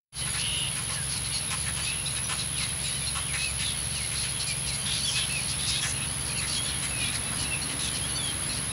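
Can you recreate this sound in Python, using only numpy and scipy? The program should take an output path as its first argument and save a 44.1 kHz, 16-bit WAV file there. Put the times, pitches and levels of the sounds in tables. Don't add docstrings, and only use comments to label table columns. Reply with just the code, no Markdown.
import sys
import numpy as np
from scipy import signal
from scipy.fft import rfft, irfft, next_fast_len
from scipy.io import wavfile
from scipy.ndimage import uniform_filter1d, map_coordinates

SR = 44100
rng = np.random.default_rng(int(sys.argv[2]) if len(sys.argv) > 2 else 0)


def inscribe(sig):
    pcm = np.round(np.clip(np.atleast_2d(sig).T, -1, 1) * 32767)
    wavfile.write(sys.argv[1], SR, pcm.astype(np.int16))


N = 384552
TIME = np.arange(N) / SR

# frequency in Hz, relative spectral density in dB.
RUMBLE_SPECTRUM = [(20, -19), (45, -6), (62, 1.5), (90, 3), (140, 0.5), (200, -2), (270, -19), (380, -22.5),
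                   (800, -25.5)]
AIR_SPECTRUM = [(100, -12), (300, -6), (500, 0.5), (700, -2.5), (1000, -1), (2000, -2), (4000, 2),
                (8300, -16.5), (11500, -51), (13500, -37), (16000, -36)]
DRONE_SPECTRUM = [(30, -24), (60, 4.5), (120, -5), (260, 1), (400, -10), (1000, -9), (2000, -8.5),
                  (4000, -31)]
CHATTER_SPECTRUM = [(700, -38), (1500, -12), (2100, -2.5), (2700, 0), (3400, -5.5), (4400, -7),
                    (5500, -8.5), (7000, -11.5), (8500, -62), (12000, -40)]
# time in seconds, level in dB.
DRONE_LEVELS = [(0, -46), (4.5, -45), (6, -40.5), (7.5, -37), (8.7, -38.5)]
# frequency in Hz, level in dB.
ENGINE_ORDERS = [(68.1, -43), (113.6, -44.5), (136.3, -41.5), (159, -47.5)]
# start in seconds, level in dB.
SNAP_EVENTS = [(.76, -34), (1.504, -32), (2.302, -36), (5.325, -30)]
# start in seconds, low throat resonance in Hz, its width in Hz, its gain in dB,
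# second resonance in Hz, relative level in dB.
CROAK_CALLS = [(.256, 1400, 600, 3, 2700, -44), (.335, 1580, 900, -1, 2510, -41),
               (.757, 1350, 500, -1, 2400, -44), (.892, 1040, 250, 2, 2100, -46),
               (1.502, 1130, 450, -3, 2420, -38), (1.659, 1670, 300, 5, 2540, -42.5),
               (1.765, 1110, 400, -1.5, 2800, -41), (2.149, 1500, 600, -5, 2620, -44),
               (2.29, 1210, 240, 3, 2740, -37.5), (2.6, 1270, 400, -2, 2700, -43),
               (3.148, 1170, 280, 2.5, 2760, -40), (3.33, 1900, 700, 1, 2640, -39),
               (3.594, 2040, 700, -4, 2800, -40), (4.111, 1480, 700, -6, 2350, -43.5),
               (4.228, 1600, 400, -4, 2450, -42.5), (4.85, 1610, 600, 1, 3150, -46),
               (5.157, 1500, 700, -4, 2850, -40.5), (5.825, 1790, 600, 4, 2700, -39.5),
               (6.412, 1990, 600, 2, 2330, -43), (6.66, 1350, 500, -1, 3000, -46),
               (6.82, 1800, 800, -5, 2340, -42.5), (7.122, 1900, 650, 0, 2400, -42),
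               (7.31, 1340, 400, 9, 2300, -48), (7.69, 1970, 800, -1, 2900, -44)]
# frequency in Hz, nominal width in Hz, gain in dB.
BILL_MODES = [(3870, 670, -5.5), (5050, 700, -5), (7000, 4800, -11)]
CHICK_MODES = [(2760, 400, 2), (4060, 400, -9), (5260, 900, -5), (7560, 6300, -10)]
TIGHT_THROAT_MODES = [(2920, 340, -1.5), (3600, 450, -7.5), (4700, 1500, -14)]
# middle in seconds, strongest partial in Hz, relative level in dB.
PEEP_CALLS = [(.315, 6960, -42), (.585, 7340, -44), (1.35, 6730, -40), (1.61, 7130, -46), (2.35, 6900, -44),
              (.825, 7050, -48), (1.125, 6400, -46), (1.84, 7030, -43), (2.125, 6770, -46),
              (2.85, 7450, -41), (2.88, 7000, -41), (3.975, 6260, -46), (4.225, 6260, -46.5),
              (5.91, 6330, -46), (6.575, 6940, -43), (7.925, 7200, -46), (8.48, 7440, -44),
              (3.5, 7060, -44), (4.485, 7360, -39), (4.755, 6940, -47), (6.39, 6850, -42),
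              (6.65, 6880, -43), (6.895, 6900, -45), (7.4, 7240, -44), (8.24, 6860, -44)]
YELP_CALLS = [(2.07, 3910, -31.5), (2.175, 3820, -36), (2.405, 4050, -33.5), (2.865, 3970, -35.5),
              (3.08, 4200, -31.5), (4.178, 4180, -38), (4.295, 4300, -40), (4.41, 4440, -41),
              (4.685, 4130, -37), (4.94, 4780, -37.5), (5.043, 4580, -32.5), (6.32, 4330, -41),
              (6.39, 4360, -38), (6.695, 4270, -36), (7.63, 4280, -34), (8.165, 4590, -33),
              (8.505, 4240, -35), (1.835, 4690, -38)]
# multiple of the strongest partial, gain in dB.
PEEP_HARMONICS = [(1 / 3, -3), (2 / 3, 0), (1, 0)]
YELP_HARMONICS = [(2 / 3, -11), (1, 0), (4 / 3, -9), (5 / 3, -17)]
SCREECH_HARMONICS = [(2 / 4, -19), (3 / 4, -10), (1, 0), (5 / 4, -7), (6 / 4, -13), (7 / 4, -19)]
# start in seconds, opening pitch in Hz, relative level in dB.
WHISTLE_CALLS = [(2.515, 3510, -39.5), (3.213, 3540, -42), (3.92, 3130, -41), (4.62, 3370, -44)]
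# start in seconds, length in seconds, crest pitch in Hz, relative level in dB.
MEW_CALLS = [(1.317, 0.056, 4460, -34.5), (3.384, .13, 2610, -35), (3.645, 0.062, 3560, -34),
             (4.335, .062, 3410, -41.5), (5.045, 0.062, 3425, -30), (5.16, .09, 3470, -35.5),
             (5.294, .108, 2667, -34), (5.82, 0.026, 3350, -32), (6.295, .045, 2490, -39),
             (6.342, .066, 2760, -38), (7.039, .05, 3410, -36), (7.506, .053, 2690, -32)]
# start in seconds, length in seconds,
# middle pitch in Hz, slide as a share of that pitch, relative level in dB.
WAIL_CALLS = [(0.949, 0.088, 1660, -.16, -42), (1.863, .07, 2620, .07, -37),
              (1.945, 0.08, 2850, -.08, -41.5), (2.236, .036, 5830, .08, -40),
              (4.459, 0.082, 2377, -0.095, -37.5), (5.131, 0.064, 2540, 0.062, -35.5),
              (6.555, 0.065, 3265, 0.058, -35), (6.905, .2, 2497, -.14, -37),
              (7.363, 0.17, 2860, -0.064, -43.5), (8.015, .052, 3230, .12, -37),
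              (8.167, .15, 3360, -0.15, -36)]
BEGGING_CALLS = [(.154, 0.067, 4220, .1, -40), (.375, .05, 4060, 0, -37), (.885, .075, 4260, .15, -40.5),
                 (1.088, .1, 4250, -0.038, -39), (1.241, .042, 4070, 0, -39),
                 (1.328, 0.069, 4180, 0, -38.5), (1.569, .08, 4200, -.2, -44.5),
                 (1.83, .13, 2680, .08, -43), (1.848, .064, 3890, .03, -37), (2.364, 0.072, 4080, .08, -40),
                 (2.564, 0.095, 3830, -0.04, -37), (2.788, 0.29, 3830, -.03, -43.5),
                 (3.375, .1, 3950, -0.035, -37), (3.589, .14, 3690, -.15, -36.5),
                 (3.895, 0.21, 4220, -.08, -42.5), (4.152, 0.094, 4100, -.08, -38.5),
                 (4.391, .047, 3970, 0, -35.5), (4.464, .07, 4310, -0.042, -38),
                 (4.662, 0.051, 4300, -.05, -38), (4.717, .049, 4190, 0, -39),
                 (4.856, 0.13, 3460, 0.11, -34.5), (4.942, 0.089, 4130, 0.14, -38),
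                 (5.05, .11, 5230, -0.064, -37), (5.13, 0.072, 4050, 0, -35.5),
                 (5.159, .1, 3285, -0.061, -35.5), (5.261, 0.22, 4210, -.03, -43),
                 (5.478, .055, 4230, 0, -36), (5.582, .12, 3605, .05, -37.5), (5.667, 0.05, 4830, .08, -32),
                 (5.694, .11, 3554, -.1, -33.5), (5.805, .12, 5870, .12, -37),
                 (5.957, 0.088, 2565, -0.006, -45), (6.251, 0.082, 4300, 0, -43),
                 (6.467, .12, 4200, -0.089, -35.5), (6.617, .13, 3210, -.15, -40.5),
                 (6.828, 0.032, 7600, 0, -41), (6.995, .11, 3600, -0.018, -39),
                 (7.138, .043, 4550, .05, -40.5), (7.39, 0.062, 4200, 0.014, -38.5),
                 (7.789, .11, 3550, -.18, -37), (7.8, .076, 5830, .05, -41.5),
                 (7.935, 0.045, 4290, -0.029, -38), (8.519, 0.069, 4200, -0.042, -40.5)]
# time in seconds, gain in dB.
INPUT_GAIN = [(0, -76), (.118, -70), (.125, -23), (.15, -12.5), (.19, -4), (.23, -3)]


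def from_db(db):
    return 10 ** (np.asarray(db) / 20)


def rms_one(x):
    return x / np.sqrt(np.mean(x ** 2) + 1e-20)


def steady(x):
    power = uniform_filter1d(rms_one(x) ** 2, size=300)
    return rms_one(x / np.sqrt(power + .05))


def gain_curve(rows):
    return from_db(np.interp(TIME, *np.transpose(rows)))


def colour(x, spectrum):
    hz, db = np.transpose(spectrum)
    bins = np.maximum(np.fft.rfftfreq(len(x), 1 / SR), 1)
    gain = from_db(np.interp(np.log(bins), np.log(hz), db))
    return rms_one(irfft(rfft(x) * gain, len(x)))


def drift(size, rate):
    at = np.arange(size) / SR * rate
    return map_coordinates(rng.standard_normal(int(at[-1]) + 4), [at + 1], order=2, mode="nearest")


def hops(size, rate):
    held = np.cumsum(rng.random(size) < rate / SR)
    return uniform_filter1d(np.sqrt(3) * rng.uniform(-1, 1, size + 1)[held], size=40)


def cycles(hz):
    return np.cumsum(hz) / SR


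def resonate(x, hz, width):
    r = np.exp(-np.pi * width / SR)
    feedback = [1, -2 * r * np.cos(2 * np.pi * hz / SR), r * r]
    return signal.lfilter(np.array([1, 0, -1]) * (1 - r * r) / 2, feedback, x)


def swell(length, attack, release):
    t = np.arange(int((max(length, .01) + release / 2) * SR)) / SR
    edges = np.clip(t / attack, 0, 1) * np.clip((t[-1] - t) / release, 0, 1)
    return t / t[-1], np.sin(edges * np.pi / 2) ** 2


def add(out, s, sound):
    i = int(np.clip(s * SR, 0, N))
    out[i:i + len(sound)] += sound[:N - i]


def thicket(x, t60, dull_hz):
    t = np.arange(SR // 2) / SR
    echoes = rng.standard_normal(len(t)) * (rng.random(len(t)) < .05)
    echoes *= (t > .003) * from_db(-60 * t / t60)
    echoes = signal.sosfilt(signal.butter(1, dull_hz, fs=SR, output="sos"), echoes)
    return signal.fftconvolve(x, echoes / np.linalg.norm(echoes))[:N]


def open_air(rumble_db=-39.5, air_db=-38.0):
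    drone = gain_curve(DRONE_LEVELS) * colour(rng.standard_normal(N), DRONE_SPECTRUM)
    rumble = from_db(rumble_db) * colour(rng.standard_normal(N), RUMBLE_SPECTRUM)
    air = from_db(air_db) * colour(rng.standard_normal(N), AIR_SPECTRUM)
    return drone + rumble + air


def engine(wander_hz=.55, throb_db=1.0):
    out = np.zeros(N)
    for hz, db in ENGINE_ORDERS:
        amplitude = np.sqrt(2) * from_db(db + throb_db * drift(N, 9))
        out += amplitude * np.sin(2 * np.pi * cycles(hz + wander_hz * drift(N, 6)))
    return out


def katydid(stroke_hz, top_hz, level_db, scatter, rise_hz=1250, fall_hz=1900, peak_at=.42, spread=.3):
    stroke = cycles(stroke_hz * (1 + .015 * drift(N, 25))) % 1
    before_peak = rise_hz * (1 - stroke / peak_at) ** 2
    after_peak = fall_hz * ((stroke - peak_at) / (1 - peak_at)) ** 2
    tooth_hz = top_hz - np.where(stroke < peak_at, before_peak, after_peak) + 85 * drift(N, 350)
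    pressure = np.exp(-.5 * ((stroke - peak_at) / spread) ** 2) * np.sqrt(np.abs(np.sin(np.pi * stroke)))
    song = pressure * from_db(.8 * drift(N, 70)) * np.sin(2 * np.pi * cycles(tooth_hz))
    return from_db(level_db) * rms_one(song + scatter * thicket(song, t60=.98, dull_hz=12500))


def far_nests(count=140, level_db=-42.0, hiss_db=-44.5):
    yaps = np.zeros(N)
    for k, (when, long, high, fall, loud) in enumerate(rng.random((count, 5))):
        u, envelope = swell(.02 + .035 * long, .004, .02)
        hoarse = .026 * drift(len(u), 1100)
        pitch = (2900 + 2100 * high) * (1 + .04 * np.sin(np.pi * u) + (.06 - .18 * fall) * u + hoarse)
        phase = 2 * np.pi * cycles(pitch)
        call = np.sin(phase) + .5 * np.sin(2 * phase / 3) + .6 * np.sin(4 * phase / 3)
        add(yaps, (k + when) / count * N / SR, from_db(4 * loud) * envelope * call)
    ebb = from_db(1.8 * drift(N, 22))
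    hiss = ebb * colour(rng.standard_normal(N), CHATTER_SPECTRUM)
    chatter = colour(yaps + thicket(yaps, t60=.059, dull_hz=8000), CHATTER_SPECTRUM)
    return from_db(level_db) * chatter + from_db(hiss_db) * hiss


def strays(count, hz, spread, db, scatter_db=2):
    return [((k + when) / count * N / SR,
             hz * np.exp(spread * (2 * high - 1)),
             db + scatter_db * (2 * loud - 1))
            for k, (when, high, loud) in enumerate(rng.random((count, 3)))]


def snaps(decay_s=.005):
    out, t = np.zeros(N), np.arange(SR // 20) / SR
    for s, db in SNAP_EVENTS:
        crack = rms_one(resonate(rng.standard_normal(len(t)), hz=3400, width=4500))
        add(out, s, from_db(db) * np.exp(-t / decay_s) * crack)
    return out


def syrinx(size, pulse_hz, jitter, breath):
    turn = cycles(pulse_hz * np.exp(jitter * drift(size, 300)))
    slaps = np.diff(np.floor(turn), prepend=0) * from_db(drift(size, 395))
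    puffs = rng.standard_normal(size) * np.exp(-3 * (turn % 1))
    return rms_one(rms_one(slaps) + breath * rms_one(puffs))


def throat(source, modes):
    return sum((-1) ** k * from_db(db) * resonate(source, hz, width)
               for k, (hz, width, db) in enumerate(modes))


def croaks(second_width_hz=330, gape=.041, gain_db=7.0, deepen_db=7, band_hz=(750, 7000)):
    out = np.zeros(N)
    for s, low_hz, low_width, low_db, second_hz, db in CROAK_CALLS:
        u, envelope = swell(length=.046, attack=.001, release=.022)
        source = syrinx(len(u), pulse_hz=240, jitter=.16, breath=.4)
        build = np.exp(.05 * rng.standard_normal())
        bill = [(hz * build, width, gain) for hz, width, gain in BILL_MODES]
        deepen = from_db(deepen_db * (u - .5) / 2)
        upper = throat(source / deepen, [(second_hz, second_width_hz, 0)] + bill)
        lower = from_db(low_db) * resonate(source * deepen, low_hz, low_width)
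        opening = np.sin(np.pi * u) - 2 / np.pi
        voice = map_coordinates(steady(upper - lower), [np.cumsum(1 + gape * opening)], order=3)
        add(out, s, from_db(db + gain_db) * envelope * voice)
    out = signal.sosfilt(signal.butter(2, band_hz, "band", fs=SR, output="sos"), out)
    return out + .75 * thicket(out, t60=.042, dull_hz=7950)


def peeps(notes, harmonics, length, arch, rough, gain_db):
    out = np.zeros(N)
    for s, hz, db in notes:
        u, envelope = swell(length, .008, .022)
        slide = rng.normal(0, .02) * (u - .5)
        pitch = hz * (1 + slide - arch * (2 * u - 1) ** 2 + rough * drift(len(u), 913))
        phase = 2 * np.pi * cycles(pitch)
        voice = sum(from_db(gain) * np.sin(multiple * phase) for multiple, gain in harmonics)
        add(out, s - length / 2, from_db(db + gain_db) * envelope * voice)
    return out


def squeal(length, glide, rough=.014, octave_db=-20):
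    u, envelope = swell(length, .005, .012)
    tremble = .007 * drift(len(u), 30) + .008 * drift(len(u), 130) + rough * drift(len(u), 1100)
    surge_db = 3 * np.sin(np.pi * u) + 1.8 * drift(len(u), 35) + 1.6 * drift(len(u), 160)
    phase = 2 * np.pi * cycles(glide(u) * (1 + tremble))
    tone = np.sin(phase) + from_db(octave_db) * np.sin(2 * phase)
    return envelope * rms_one(tone * from_db(surge_db))


def squeals(gain_db=1.6, end_hz=2080, drop_at=.42, drop_span=.21, crest_at=.298, bend=.3):
    out = np.zeros(N)
    for s, top_hz, db in WHISTLE_CALLS:
        fall = lambda u: end_hz + (top_hz - end_hz) * (1 - np.tanh((u - drop_at) / drop_span)) / 2
        add(out, s, from_db(db) * squeal(length=.15, glide=fall, rough=.028))
    for s, length, hz, db in MEW_CALLS:
        add(out, s, from_db(db) * squeal(length, lambda u: hz * (1 - bend * (u - crest_at) ** 2)))
    for s, length, hz, slide, db in WAIL_CALLS:
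        add(out, s, from_db(db) * squeal(length, lambda u: hz * (1 + slide * (u - .5))))
    return from_db(gain_db) * out


def scream(level_db=-29.5, arch=.07, sag_db=5.5):
    u, envelope = swell(length=.32, attack=.01, release=.02)
    source = syrinx(len(u), pulse_hz=420, jitter=.3, breath=1)
    voice = sum(from_db(db) * rms_one(resonate(resonate(source, hz, width), hz, width))
                for hz, width, db in TIGHT_THROAT_MODES)
    slack = (2 * u - 1) ** 2
    voice = map_coordinates(steady(voice), [np.cumsum(1 - arch * slack ** 2)], order=3)
    return from_db(level_db - sag_db * slack) * envelope * rms_one(voice)


def screech(length, hz, slide, rough=.3, pulse_hz=370, squeeze=.29, chaos=.363,
            rasp_db=-4.5, ring_db=-6.0, open_hz=1400, arch_db=4):
    u, envelope = swell(length, .004, .02)
    size = len(u)
    width_hz = .235 * hz
    effort = np.sin(np.pi * u) - 2 / np.pi
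    wobble = .1 * hops(size, 60) + .2 * rough ** 2 * drift(size, 400)
    slap_hz = pulse_hz * np.exp(.15 * rng.standard_normal() + wobble)
    membrane = np.sin(2 * np.pi * cycles(slap_hz))
    centre_hz = hz * (1 + slide * (u - .5)) * (1 + .02 * effort + .035 * hops(size, 90))
    swing_hz = width_hz * (squeeze * membrane + chaos * rough * drift(size, width_hz))
    phase = 2 * np.pi * cycles(centre_hz + swing_hz)
    harmonics = sum(from_db(gain) * np.sin(multiple * phase) for multiple, gain in SCREECH_HARMONICS)
    tone = rms_one((1 + membrane / 2) * harmonics)
    slaps = syrinx(size, slap_hz, jitter=.12 * rough, breath=1.5 * rough)
    rasp = rms_one(resonate(resonate(slaps, hz, 2 * width_hz), hz, 2 * width_hz))
    build = np.exp(.05 * rng.standard_normal())
    modes = [(mode_hz * build, width / 2, db) for mode_hz, width, db in CHICK_MODES]
    ring = width_hz / open_hz * rms_one(throat(slaps, modes))
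    voice = steady(tone + from_db(rasp_db) * rasp + from_db(ring_db) * ring)
    flutter_db = 1.7 * drift(size, 180)
    return envelope * rms_one(voice * from_db(arch_db * effort + flutter_db))


def begging_chicks(gain_db=5, dull_cut_hz=8000, stray_length=.064, scream_at_s=.375):
    out = np.zeros(N)
    soft = [(s, stray_length, hz, 0, db) for s, hz, db in strays(count=18, hz=3500, spread=.28, db=-46.5)]
    for s, length, hz, slide, db in BEGGING_CALLS + soft:
        add(out, s, from_db(db + gain_db) * screech(length, hz, slide))
    add(out, scream_at_s, scream())
    return signal.sosfilt(signal.butter(2, dull_cut_hz, fs=SR, output="sos"), out)


def scene(echo_db=-13.0):
    yelp_notes = YELP_CALLS + strays(count=22, hz=4200, spread=.22, db=-48)
    peep_notes = PEEP_CALLS + strays(count=18, hz=6400, spread=.14, db=-52)
    yelps = peeps(yelp_notes, YELP_HARMONICS, length=.032, arch=.05, rough=.033, gain_db=5.5)
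    thin_peeps = peeps(peep_notes, PEEP_HARMONICS, length=.036, arch=.016, rough=.008, gain_db=3)
    birds = squeals() + begging_chicks() + croaks() + yelps + thin_peeps + far_nests() + snaps()
    echoes = from_db(echo_db) * thicket(birds, t60=.39, dull_hz=6100)
    near_insect = katydid(stroke_hz=73.15, top_hz=10702, level_db=-31.5, scatter=.45)
    far_insect = katydid(stroke_hz=70.75, top_hz=10334, level_db=-38.0, scatter=.52)
    return (birds + echoes + near_insect + far_insect + engine() + open_air())[None]


def record(dry, cutoff_hz=15700):
    size = next_fast_len(N + SR)
    spectrum = rfft(dry * gain_curve(INPUT_GAIN), size)
    below_cutoff = np.fft.rfftfreq(size, 1 / SR) < cutoff_hz
    return irfft(spectrum * below_cutoff, size)[:, :N]


dry = scene()
out = record(dry)
inscribe(out)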